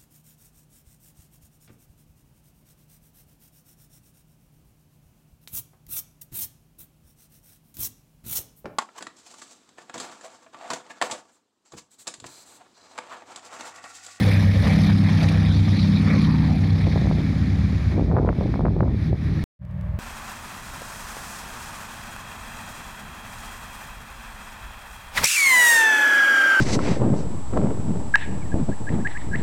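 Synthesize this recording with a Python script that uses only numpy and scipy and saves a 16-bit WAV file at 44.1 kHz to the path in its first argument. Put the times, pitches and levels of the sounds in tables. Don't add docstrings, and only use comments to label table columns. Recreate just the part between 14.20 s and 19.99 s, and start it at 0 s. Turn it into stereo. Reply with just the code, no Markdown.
import sys
import numpy as np
from scipy import signal
from scipy.fft import rfft, irfft, next_fast_len
from scipy.io import wavfile
from scipy.ndimage import uniform_filter1d, minimum_filter1d, map_coordinates

SR = 44100
rng = np.random.default_rng(int(sys.argv[2]) if len(sys.argv) > 2 else 0)


def store_pcm(level_fs):
    pcm = np.round(np.clip(level_fs, -1, 1) * 32767).astype(np.int16)
    wavfile.write(sys.argv[1], SR, np.atleast_2d(pcm).T)


N = 255339
TIME = np.arange(N) / SR
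START_M, ROLL_M_PER_S, ACCELERATION_M_PER_S2 = 26.4, 10.56, 1.14

# cycle_multiple, relative_db
ROAR_BEAT = [(2, 0), (4, -3), (14, -2)]


def propeller(turns):
    # blade_rate_multiple, relative_db
    overtone_lines = [(4, 0), (6, -15.5), (8, -31.5)]
    # time_s, level_db
    tone_swell = [(0, -27), (.12, -13.5), (.3, -14), (.55, -24.5), (.75, -14.5), (1, -20.5), (1.35, -14.5),
                  (1.7, -20), (1.9, -17), (2.17, -32), (2.5, -14.5), (2.7, -18.5), (3.05, -33),
                  (3.3, -18.5), (3.65, -21), (4.3, -23), (4.6, -20.5), (5.24, -23)]
    overtone_swell = [(0, -24), (.12, -25.5), (.27, -21.5), (.4, -31), (.55, -19.5), (.9, -23), (1.1, -20),
                      (1.3, -28), (1.7, -19), (1.9, -19.5), (2.2, -19), (2.52, -27), (2.78, -23.5),
                      (3.1, -27.5), (3.4, -19.5), (3.7, -38), (4, -19), (5.24, -32)]
    blade_turns = turns * 5.5
    sway = 0.024 * drift(6)
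    tone = tones(blade_turns + sway, [(2, 0)], waver=0.1, waver_hz=5.19)
    overtones = tones(blade_turns + sway / 2, overtone_lines, waver=0.34, waver_hz=8)
    return fader(tone_swell) * tone + fader(overtone_swell) * overtones


def firing(turns):
    # time_s, level_db
    firing_swell = [(0, -25), (.25, -23.5), (.38, -29.5), (.55, -16), (.8, -21.5), (1.03, -16.5),
                    (1.3, -18.5), (1.53, -22.5), (1.7, -17), (1.95, -17.5), (2.1, -15), (2.4, -17.5),
                    (2.7, -17), (3.3, -21.5), (5.24, -22)]
    return fader(firing_swell) * tones(turns * 9, [(2, 0.5), (6, -30.5)], waver=0.073, waver_hz=7.4)


def exhaust_throb(turns):
    # cycle_multiple, relative_db
    exhaust_lines = [(6, -40), (8, -29.5), (10, -29.5), (12, -29.5), (14, -30), (15, -46.5), (20, -37.5),
                     (24, -30), (26, -44), (28, -35.5), (30, -42), (32, -37), (34, -46), (36, -48),
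                     (40, -49), (44, -54), (46, -57), (56, -57.5)]
    # time_s, gain_db
    upper_swell = [(0, 1), (.4, 0), (.8, 4.5), (1.13, -3.5), (1.45, 4), (1.65, 0), (1.95, 7), (2.3, 4.5),
                   (2.55, -4), (2.85, -5.5), (3.2, 2.5), (3.65, -9.5), (5.24, -18.5)]
    deep_swell = [(0, 3), (.55, 6.5), (.8, -5.5), (1.3, 6.5), (1.7, -7), (2.3, 0), (2.6, -0.5), (3, 5),
                  (3.5, 5), (5.24, -2.5)]
    # frequency_hz, density_db
    chug_colour = [(25, -26), (48, 2.5), (70, 7), (100, 7.5), (140, 0.5), (210, 3.5), (290, -3.5),
                   (370, -9.5), (600, -47.5), (1200, -72.5)]
    throb = tones(turns, exhaust_lines, waver=0.17, waver_hz=5.016)
    chug = coloured(rng.standard_normal(N) * (1 + 0.25 * throb), chug_colour)[0]
    upper = signal.sosfiltfilt(butter(3, 170, "high"), throb)
    deep = signal.sosfiltfilt(butter(4, 85, "low"), throb)
    throb = throb + (fader(upper_swell) - 1) * upper + (fader(deep_swell) - 1) * deep
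    return receding(-23, doubling_db=0.22) * throb + receding(-29, doubling_db=0.5) * chug


def exhaust_rasp(turns):
    # frequency_hz, density_db
    rasp_colour = [(250, -26.5), (350, -2.5), (430, -5), (520, 4.5), (660, 1), (780, 4), (1050, -7),
                   (1500, -12.5), (2300, -34), (3200, -39.5)]
    crank_phase, grid = 2 * turns % 1, np.linspace(0, 1, 600)
    bursts = sum(drift(7) * np.interp(crank_phase, grid, rng.standard_normal(600)) for _ in range(3))
    bursts /= np.sqrt(abs(uniform_filter1d(bursts ** 2, size=5000)) + 1e-9)
    bursts *= 1 + 0.18 * tones(turns, ROAR_BEAT, waver=0.081, waver_hz=3.3)
    _, roar_db = surges()
    return receding(-44, doubling_db=3.5) * gain_of(1.17 * roar_db) * coloured(bursts, rasp_colour)[0]


def wash(turns):
    # frequency_hz, left_db, right_db
    wash_colour = [(400, -11, -4.5), (513, 5.5, 2.5), (730, -6, -0.5), (1230, 7, 7.5), (1950, 5.5, 6),
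                   (1960, 2, 1), (2283, 3.5, -1.5), (2730, -10.5, -13), (3720, -11, -10.5),
                   (5180, -23.5, -13.5), (6860, -31, -32), (7970, -40, -38.5), (9150, -40, -29),
                   (11600, -50, -36), (15500, -55, -54)]
    # cycle_multiple, relative_db
    wash_beat = [(4, 0), (8, -8), (12, -6), (14, -10), (18, -6)]
    frames, hz = np.minimum(np.arange(N // 128 + 5) * 128, N - 1), np.fft.rfftfreq(512, 1 / SR)
    nearness = np.interp(TIME, [2.2, 3.3], [1, 0.4])
    spectra = port_noise(frames, hz)
    patches, flicker = rng.standard_normal((2, len(frames), len(hz)))
    patches = evened(uniform_filter1d(uniform_filter1d(patches, size=12, axis=0), size=5, axis=1))
    flicker = evened(uniform_filter1d(uniform_filter1d(flicker, size=3, axis=0), size=24, axis=1))
    turbulence_db = nearness[frames, None] * (2 * patches + 1.67 * flicker)
    top = 9.5 * (START_M / distance()) ** 4.8 - 0.5
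    top_db = top[frames, None] * np.interp(hz, [5500, 11000, 15000], [0, 1, 2.6])
    spectra *= gain_of(spectrum(wash_colour, hz)[:, None] + swishes(frames, hz) + top_db + turbulence_db)
    high = 1 / (1 + (2800 / (hz + 1)) ** 8)
    bands = ((spectra * share).swapaxes(1, 2) for share in (high, 1 - high))
    hiss, roar = (evened(signal.istft(band, nperseg=512, noverlap=384)[1][:, :N]) for band in bands)
    wash_pulse = 0.16 * nearness * tones(turns, wash_beat, waver=0.37, waver_hz=3)
    roar_pulse = 0.08 * nearness * tones(turns, ROAR_BEAT, waver=0.37, waver_hz=3)
    hiss_db, roar_db = surges()
    hiss *= receding(-38, doubling_db=5.58) * gain_of(hiss_db)
    roar *= receding(-33, doubling_db=3.27) * gain_of(roar_db) * (1 + roar_pulse)
    return (hiss + roar) * (1 + wash_pulse)


def port_noise(frames, hz):
    # frequency_hz, likeness
    channel_likeness = [(100, .5), (500, 0.72), (1500, 0.85), (1950, 0.22), (2300, 0.82), (2800, 0.3),
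                        (3300, 0.4), (4200, 0.28), (5300, 0.13), (5900, 1), (15000, 0.36)]
    # frequency_hz, phase_rad
    left_lead = [(100, .15), (400, .8), (600, .6), (950, 2.1), (1400, 2.7), (2000, 4.7), (2450, 6.1),
                 (2900, 8.7), (3400, 11.3), (4000, 12.57)]
    draws = rng.standard_normal((4, len(frames), len(hz)))
    left, unrelated = draws[::2] + 1j * draws[1::2]
    likeness = spectrum(channel_likeness, hz)
    delayed = left * np.exp(-1j * spectrum(left_lead, hz))
    return np.array([left, likeness * delayed + np.sqrt(1 - likeness ** 2) * unrelated])


def swishes(frames, hz):
    # time_s, centre_hz, boost_db
    broad_peak = [(0, 560, 2.5), (.45, 510, 9.5), (.87, 920, 0.5), (1.05, 650, 10.5), (1.5, 776, 3),
                  (1.92, 1200, 4.5), (2.3, 740, 16), (2.65, 713, 4), (5.24, 608, 1.5)]
    # middle_s, length_s, centre_hz, boost_db
    narrow_peaks = [(.09, 0.11, 550, 5.5), (0.098, 0.45, 1790, 3), (0.127, 0.055, 2340, 7.5),
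                    (0.513, .12, 780, 8), (0.505, 0.047, 2320, 6.5), (0.894, .06, 890, 12.5),
                    (0.896, 0.04, 1880, 5), (1.197, 0.081, 2120, 0.5), (1.324, 0.17, 3660, 5.5),
                    (1.6, 0.093, 4130, 10.5), (1.762, 0.041, 3850, 11), (1.86, 0.35, 520, 5.5),
                    (1.94, .08, 2250, 2.5), (2.025, 0.24, 4340, 5.5), (3.4, 1.2, 7100, 5),
                    (2.307, 0.11, 2300, 3), (2.75, 0.39, 3970, 4), (2.628, 0.058, 2390, 7),
                    (2.73, 0.021, 2520, 9.5)]
    broad_hz, broad_db = curves(broad_peak)[:, frames, None]
    boost_db = broad_db * np.exp(-(np.log((hz + 1) / broad_hz) / 0.19) ** 2)
    for middle_s, length_s, centre_hz, db in narrow_peaks:
        peak = np.exp(-(np.log((hz + 1) / centre_hz) / 0.15) ** 2)
        boost_db += db * swell(middle_s, length_s)[frames, None] * peak
    return boost_db


def surges():
    # middle_s, length_s, hiss_db, roar_db
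    rough_air = [(0.038, 0.0097, -1, -2.5), (0.04, 0.3, 3, 5), (0.478, 0.0087, 2, 0.5),
                 (0.482, 0.17, 4.5, 6.5), (0.66, 0.15, 4.5, 3.5), (1.025, 0.38, 4, 3.5),
                 (1.033, 0.028, 5.5, 5), (1.089, 0.009, 9, 3), (1.36, 0.12, 1.5, 0.5),
                 (1.62, 0.43, 3.5, 0.5), (1.915, 0.12, 3, 6.5), (2.03, 0.087, 6, 1), (2.74, 0.46, 1.5, 1)]
    return sum(np.outer(boosts_db, swell(s, length_s)) for s, length_s, *boosts_db in rough_air)


def wind(eddies_per_s, eddy_widths_ms):
    # middle_s, length_s, pressure_db, flutter_db, left_minus_right_db
    gusts = [(2.66, 0.54, -27, -43, -15), (2.93, 0.31, -17.5, -36.5, 4), (3.801, 0.17, -11.5, -25.5, 4),
             (3.977, 0.21, -2, -14.5, 2), (4.087, 0.073, -8.5, -14, -6), (4.23, 0.29, -11, -29, -5),
             (4.455, 0.17, -3.5, -20.5, -3.5), (4.631, 0.24, -1.5, -19, -1.5), (4.929, 0.092, -7, -31, 14),
             (5.116, 0.24, -15.5, -47, 3)]
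    # frequency_hz, density_db
    rumble_colour = [(15, -32.5), (30, -18.5), (50, 9), (90, 7.5), (170, 5), (300, -6.5), (420, -14),
                     (1000, -82)]
    pressure, stir, flutter = np.zeros(N), np.zeros((2, N)), np.zeros((2, N))
    for middle_s, length_s, pressure_db, flutter_db, pan_db in gusts:
        pressure += gain_of(pressure_db) * swell(middle_s, length_s)
        port_gains = gain_of([[flutter_db + pan_db / 2], [flutter_db - pan_db / 2]])
        stir += port_gains * swell(middle_s, 0.66 * length_s)
    lumps = gain_of(2 * np.array([drift(15), drift(23)]))
    breeze = gain_of(-43 + 1.5 * TIME)
    strength = (breeze + gain_of(-5.5) * pressure) * gain_of([[3], [-3]])
    rumble = strength * lumps * coloured(rng.standard_normal((2, N)), rumble_colour)
    for width_ms in eddy_widths_ms:
        sizes = gain_of(3 * np.minimum(rng.exponential(1, (2, N)), 2)) * rng.choice([-1, 1], (2, N))
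        train = sizes * (rng.random((2, N)) < eddies_per_s / SR)
        flutter += signal.oaconvolve(train, eddy(width_ms, np.pi / 2, order=2)[None], "same")
    return pressure + rumble + stir * evened(signal.sosfilt(butter(2, 340, "high"), flutter))


def buffets(gain_db, edge_hz):
    # middle_s, relative_db, width_ms, port (0 left, 1 right)
    strikes = [(2.6697, -9.5, 0.8, 1), (2.675, -9, 1.52, 1), (2.6837, -16.5, 0.63, 1),
               (2.76, -5.5, 1.04, 1), (2.765, -13, 0.64, 1), (2.776, -10.5, 0.78, 1), (2.8165, -13, 1.5, 1),
               (2.822, -15, 1, 1), (2.8452, -14, 1.2, 1), (2.8577, -13, 0.97, 1), (2.872, -12, 0.63, 1),
               (2.9127, -6.5, 0.65, 0), (2.9273, -18, 0.87, 0), (2.9852, -11, 1.5, 0),
               (3.0041, -17, 1.3, 0), (3.5296, -12.5, 1.8, 1), (3.7795, -3, 1.3, 1), (3.796, -2, 0.91, 0),
               (3.8096, -3, 2.2, 0), (3.8148, -5, 1.9, 1), (3.8245, -1, 1.6, 0), (3.9149, -2, 0.56, 0),
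               (3.9216, -5.0, 0.58, 0), (3.9335, 4, 1.3, 0), (3.9406, 3, 1.6, 0), (3.9646, -1, 1.05, 1),
               (3.9675, 6, 0.52, 0), (3.9736, 4, 0.74, 0), (3.9825, 3, 0.7, 0), (3.9868, 0.5, 0.52, 1),
               (3.9912, -2, 0.52, 1), (3.9994, 7.5, 1.7, 0), (4.0298, 3.5, 1.36, 0), (4.0494, 5, 0.97, 0),
               (4.0616, -9, 0.53, 0), (4.0747, -2, 0.59, 1), (4.0805, 6, 1.07, 1), (4.0908, 7.5, 0.43, 0),
               (4.1062, -0.5, 1.1, 0), (4.129, -9, 0.53, 0), (4.1875, -4.5, 1.7, 1),
               (4.2109, -4.0, 0.76, 0), (4.2282, -7, 1.8, 1), (4.26, -4.5, 1.1, 1), (4.2933, -6.5, 1.7, 0),
               (4.3412, -7.5, 0.49, 0), (4.359, -8, 0.74, 0), (4.3942, 0.5, 0.86, 1), (4.4084, -1, 0.65, 1),
               (4.4518, 6.5, 0.9, 0), (4.4551, 3.5, 0.45, 0), (4.4606, 4.5, 1.8, 0), (4.4659, 3.5, 0.64, 0),
               (4.483, -2, 0.56, 1), (4.5661, 0.5, 1, 1), (4.607, 7.5, 0.51, 1), (4.6263, 12, 1.85, 1),
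               (4.6312, 2, 0.57, 1), (4.641, -1, 1.09, 0), (4.6806, -6, 0.66, 0), (4.746, -7.5, 1.3, 1),
               (4.9301, 2, 1.2, 0)]
    out = np.zeros((2, N))
    for middle_s, db, width_ms, port in strikes:
        hit = gain_of(db + gain_db) * eddy(width_ms, 2 * np.pi * rng.random(), order=3)
        start = round(middle_s * SR) - len(hit) // 2
        out[port, start:start + len(hit)] += hit
    return signal.sosfiltfilt(butter(2, edge_hz, "low"), out)


def eddy(width_ms, angle, order):
    ms = np.arange(-500, 500) / SR * 1000
    return (np.exp(1j * angle) / (1 + 1j * ms / width_ms) ** order).real * np.hanning(len(ms))


def far_idle(crank_hz):
    # crank_multiple, relative_db
    idle_lines = [(2, -46), (3, -31), (4, -28), (5, -36), (6, -32), (7, -35.5), (8, -46), (9, -32),
                  (10, -57.5), (11, -53), (14, -59), (28, -55), (30, -54), (31, -58)]
    # frequency_hz, density_db
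    air_colour = [(150, -7.5), (250, -20.5), (513, -19.5), (589, -13), (664, -21), (774, -21.5),
                  (1210, -20.5), (1290, -27), (1730, -23.5), (6150, -53), (15000, -55)]
    crank_angle = 2 * np.pi * crank_hz * (TIME - 5.591)
    multiples = abs(np.fft.fftfreq(128, 1 / 128))
    pipes_db = np.interp(multiples, *np.transpose(idle_lines), left=-70, right=-70)
    lag = signal.hilbert(np.log(gain_of(pipes_db))).imag
    hum = evened(sum(gain_of(db) * (1 + 0.2 * drift(12))
                     * np.cos(k * crank_angle - lag[k] + 0.3 * drift(7)) for k, db in idle_lines))
    rumble_colour = [(30, -26), (55, -3.5), (90, 12), (180, 18), (260, -34), (600, -74)]
    rumble = coloured(rng.standard_normal(N), rumble_colour)[0]
    air = coloured(rng.standard_normal(N) + rng.standard_normal((2, N)), air_colour)
    air *= np.interp(TIME, [5.39, 5.5], [0.5, 1]) * (1 + 0.13 * hum)
    return gain_of(-23.5) * hum + gain_of(-32) * rumble + gain_of(-40) * air


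def ticks():
    # start_s, level_db
    clicks = [(5.24, -22.5), (5.452, -41), (5.512, -44), (5.612, -34.5)]
    steps = np.zeros(N)
    for start_s, level_db in clicks:
        steps[round(start_s * SR)] = gain_of(level_db)
    return signal.lfilter([1], [1, -np.exp(-2 * np.pi * 1500 / SR)], steps)


def microphone_hiss(level_db):
    # frequency_hz, density_db
    hiss_colour = [(1000, -1.5), (12800, 5), (14500, -9)]
    return gain_of(level_db) * coloured(rng.standard_normal((2, N)), hiss_colour)


def ducked(x, threshold_db, ratio, recover_db_per_s):
    power_db = 10 * np.log10(abs(uniform_filter1d((x ** 2).mean(0), size=900)) + 1e-12)
    recovery_db = recover_db_per_s * TIME
    held_db = np.maximum.accumulate(power_db + recovery_db) - recovery_db
    over_db = uniform_filter1d(np.maximum(held_db - threshold_db, 0), size=600)
    return signal.sosfilt(butter(3, 33, "high"), x / gain_of((1 - 1 / ratio) * over_db))


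def ports(x, lag_ms, left_db):
    return np.array([x * gain_of(left_db), np.interp(TIME - lag_ms * 1e-3, TIME, x)])


def distance():
    return START_M + ROLL_M_PER_S * TIME + ACCELERATION_M_PER_S2 * TIME ** 2 / 2


def receding(start_db, doubling_db):
    return gain_of(start_db - doubling_db * np.log2(distance() / START_M))


def tones(turns, lines, waver, waver_hz):
    out = np.zeros(N)
    for multiple, db in lines:
        angle = 2 * np.pi * (multiple * turns + rng.random()) + waver * drift(waver_hz)
        out += gain_of(db) * (1 + waver * drift(waver_hz)) * np.cos(angle)
    return evened(out)


def drift(rate_hz):
    knots, coarse = rng.standard_normal(256), TIME[::128]
    return np.interp(TIME, coarse, evened(map_coordinates(knots, [coarse * rate_hz + 2], mode="wrap")))


def swell(middle_s, length_s):
    return np.exp(-(2 * (TIME - middle_s) / length_s) ** 2)


def curves(rows):
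    time_s, *columns = np.transpose(rows)
    return np.array([np.interp(TIME, time_s, column) for column in columns])


def fader(rows):
    return gain_of(curves(rows)[0])


def spectrum(points, hz):
    table_hz, *columns = np.transpose(points)
    return np.array([np.interp(np.log(hz + 1), np.log(table_hz), column) for column in columns])


def coloured(x, points):
    size = next_fast_len(N)
    response = gain_of(spectrum(points, np.fft.rfftfreq(size, 1 / SR)))
    return evened(irfft(rfft(x, size) * response, size)[..., :N])


def butter(order, corner_hz, kind):
    return signal.butter(order, corner_hz, kind, fs=SR, output="sos")


def gain_of(db):
    return 10 ** (np.asarray(db) / 20)


def evened(x):
    return x / np.sqrt(np.mean(abs(x) ** 2) + 1e-20)


def scene():
    # time_s, cycle_rate_hz
    engine_speed = [(0, 8.99), (.6, 8.98), (1.4, 8.92), (2, 8.89), (2.9, 8.78), (3.5, 8.73), (3.9, 8.67),
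                    (5.24, 8.66)]
    # time_s, gain_db
    fade_in = [(5.39, -34), (5.42, -10), (5.46, -10.5), (5.52, -6.5), (5.6, -4.5), (5.68, -2.5),
               (5.79, -3.5)]
    cut_s, resume_s = 5.24, 5.392
    turns = np.cumsum(curves(engine_speed)[0] * (1 + 0.001 * drift(12))) / SR
    drone = receding(0, doubling_db=5.16) * (propeller(turns) + firing(turns))
    departure = ports(drone, lag_ms=0.21, left_db=0.3)
    departure += ports(exhaust_throb(turns), lag_ms=0.22, left_db=0.1)
    departure += ports(exhaust_rasp(turns), lag_ms=0.22, left_db=1.5)
    departure += wash(turns)
    departure += wind(eddies_per_s=260, eddy_widths_ms=(0.65, 1.3)) + buffets(gain_db=0.6, edge_hz=6600)
    departure += microphone_hiss(level_db=-67)
    departure = ducked(departure, threshold_db=-14.5, ratio=3.67, recover_db_per_s=89)
    idle = far_idle(crank_hz=20.3) * fader(fade_in)
    return departure * (TIME < cut_s) + idle * (TIME > resume_s) + ticks()


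def record(dry):
    allowed_gain = np.minimum(1, 0.72 / (abs(dry).max(0) + 1e-9))
    limited = dry * uniform_filter1d(minimum_filter1d(allowed_gain, size=401), size=401)
    band_limit = signal.firwin(511, 15700, window=("kaiser", 9), fs=SR)
    return signal.oaconvolve(limited, band_limit[None], "same")


dry = scene()
out = record(dry)
store_pcm(out)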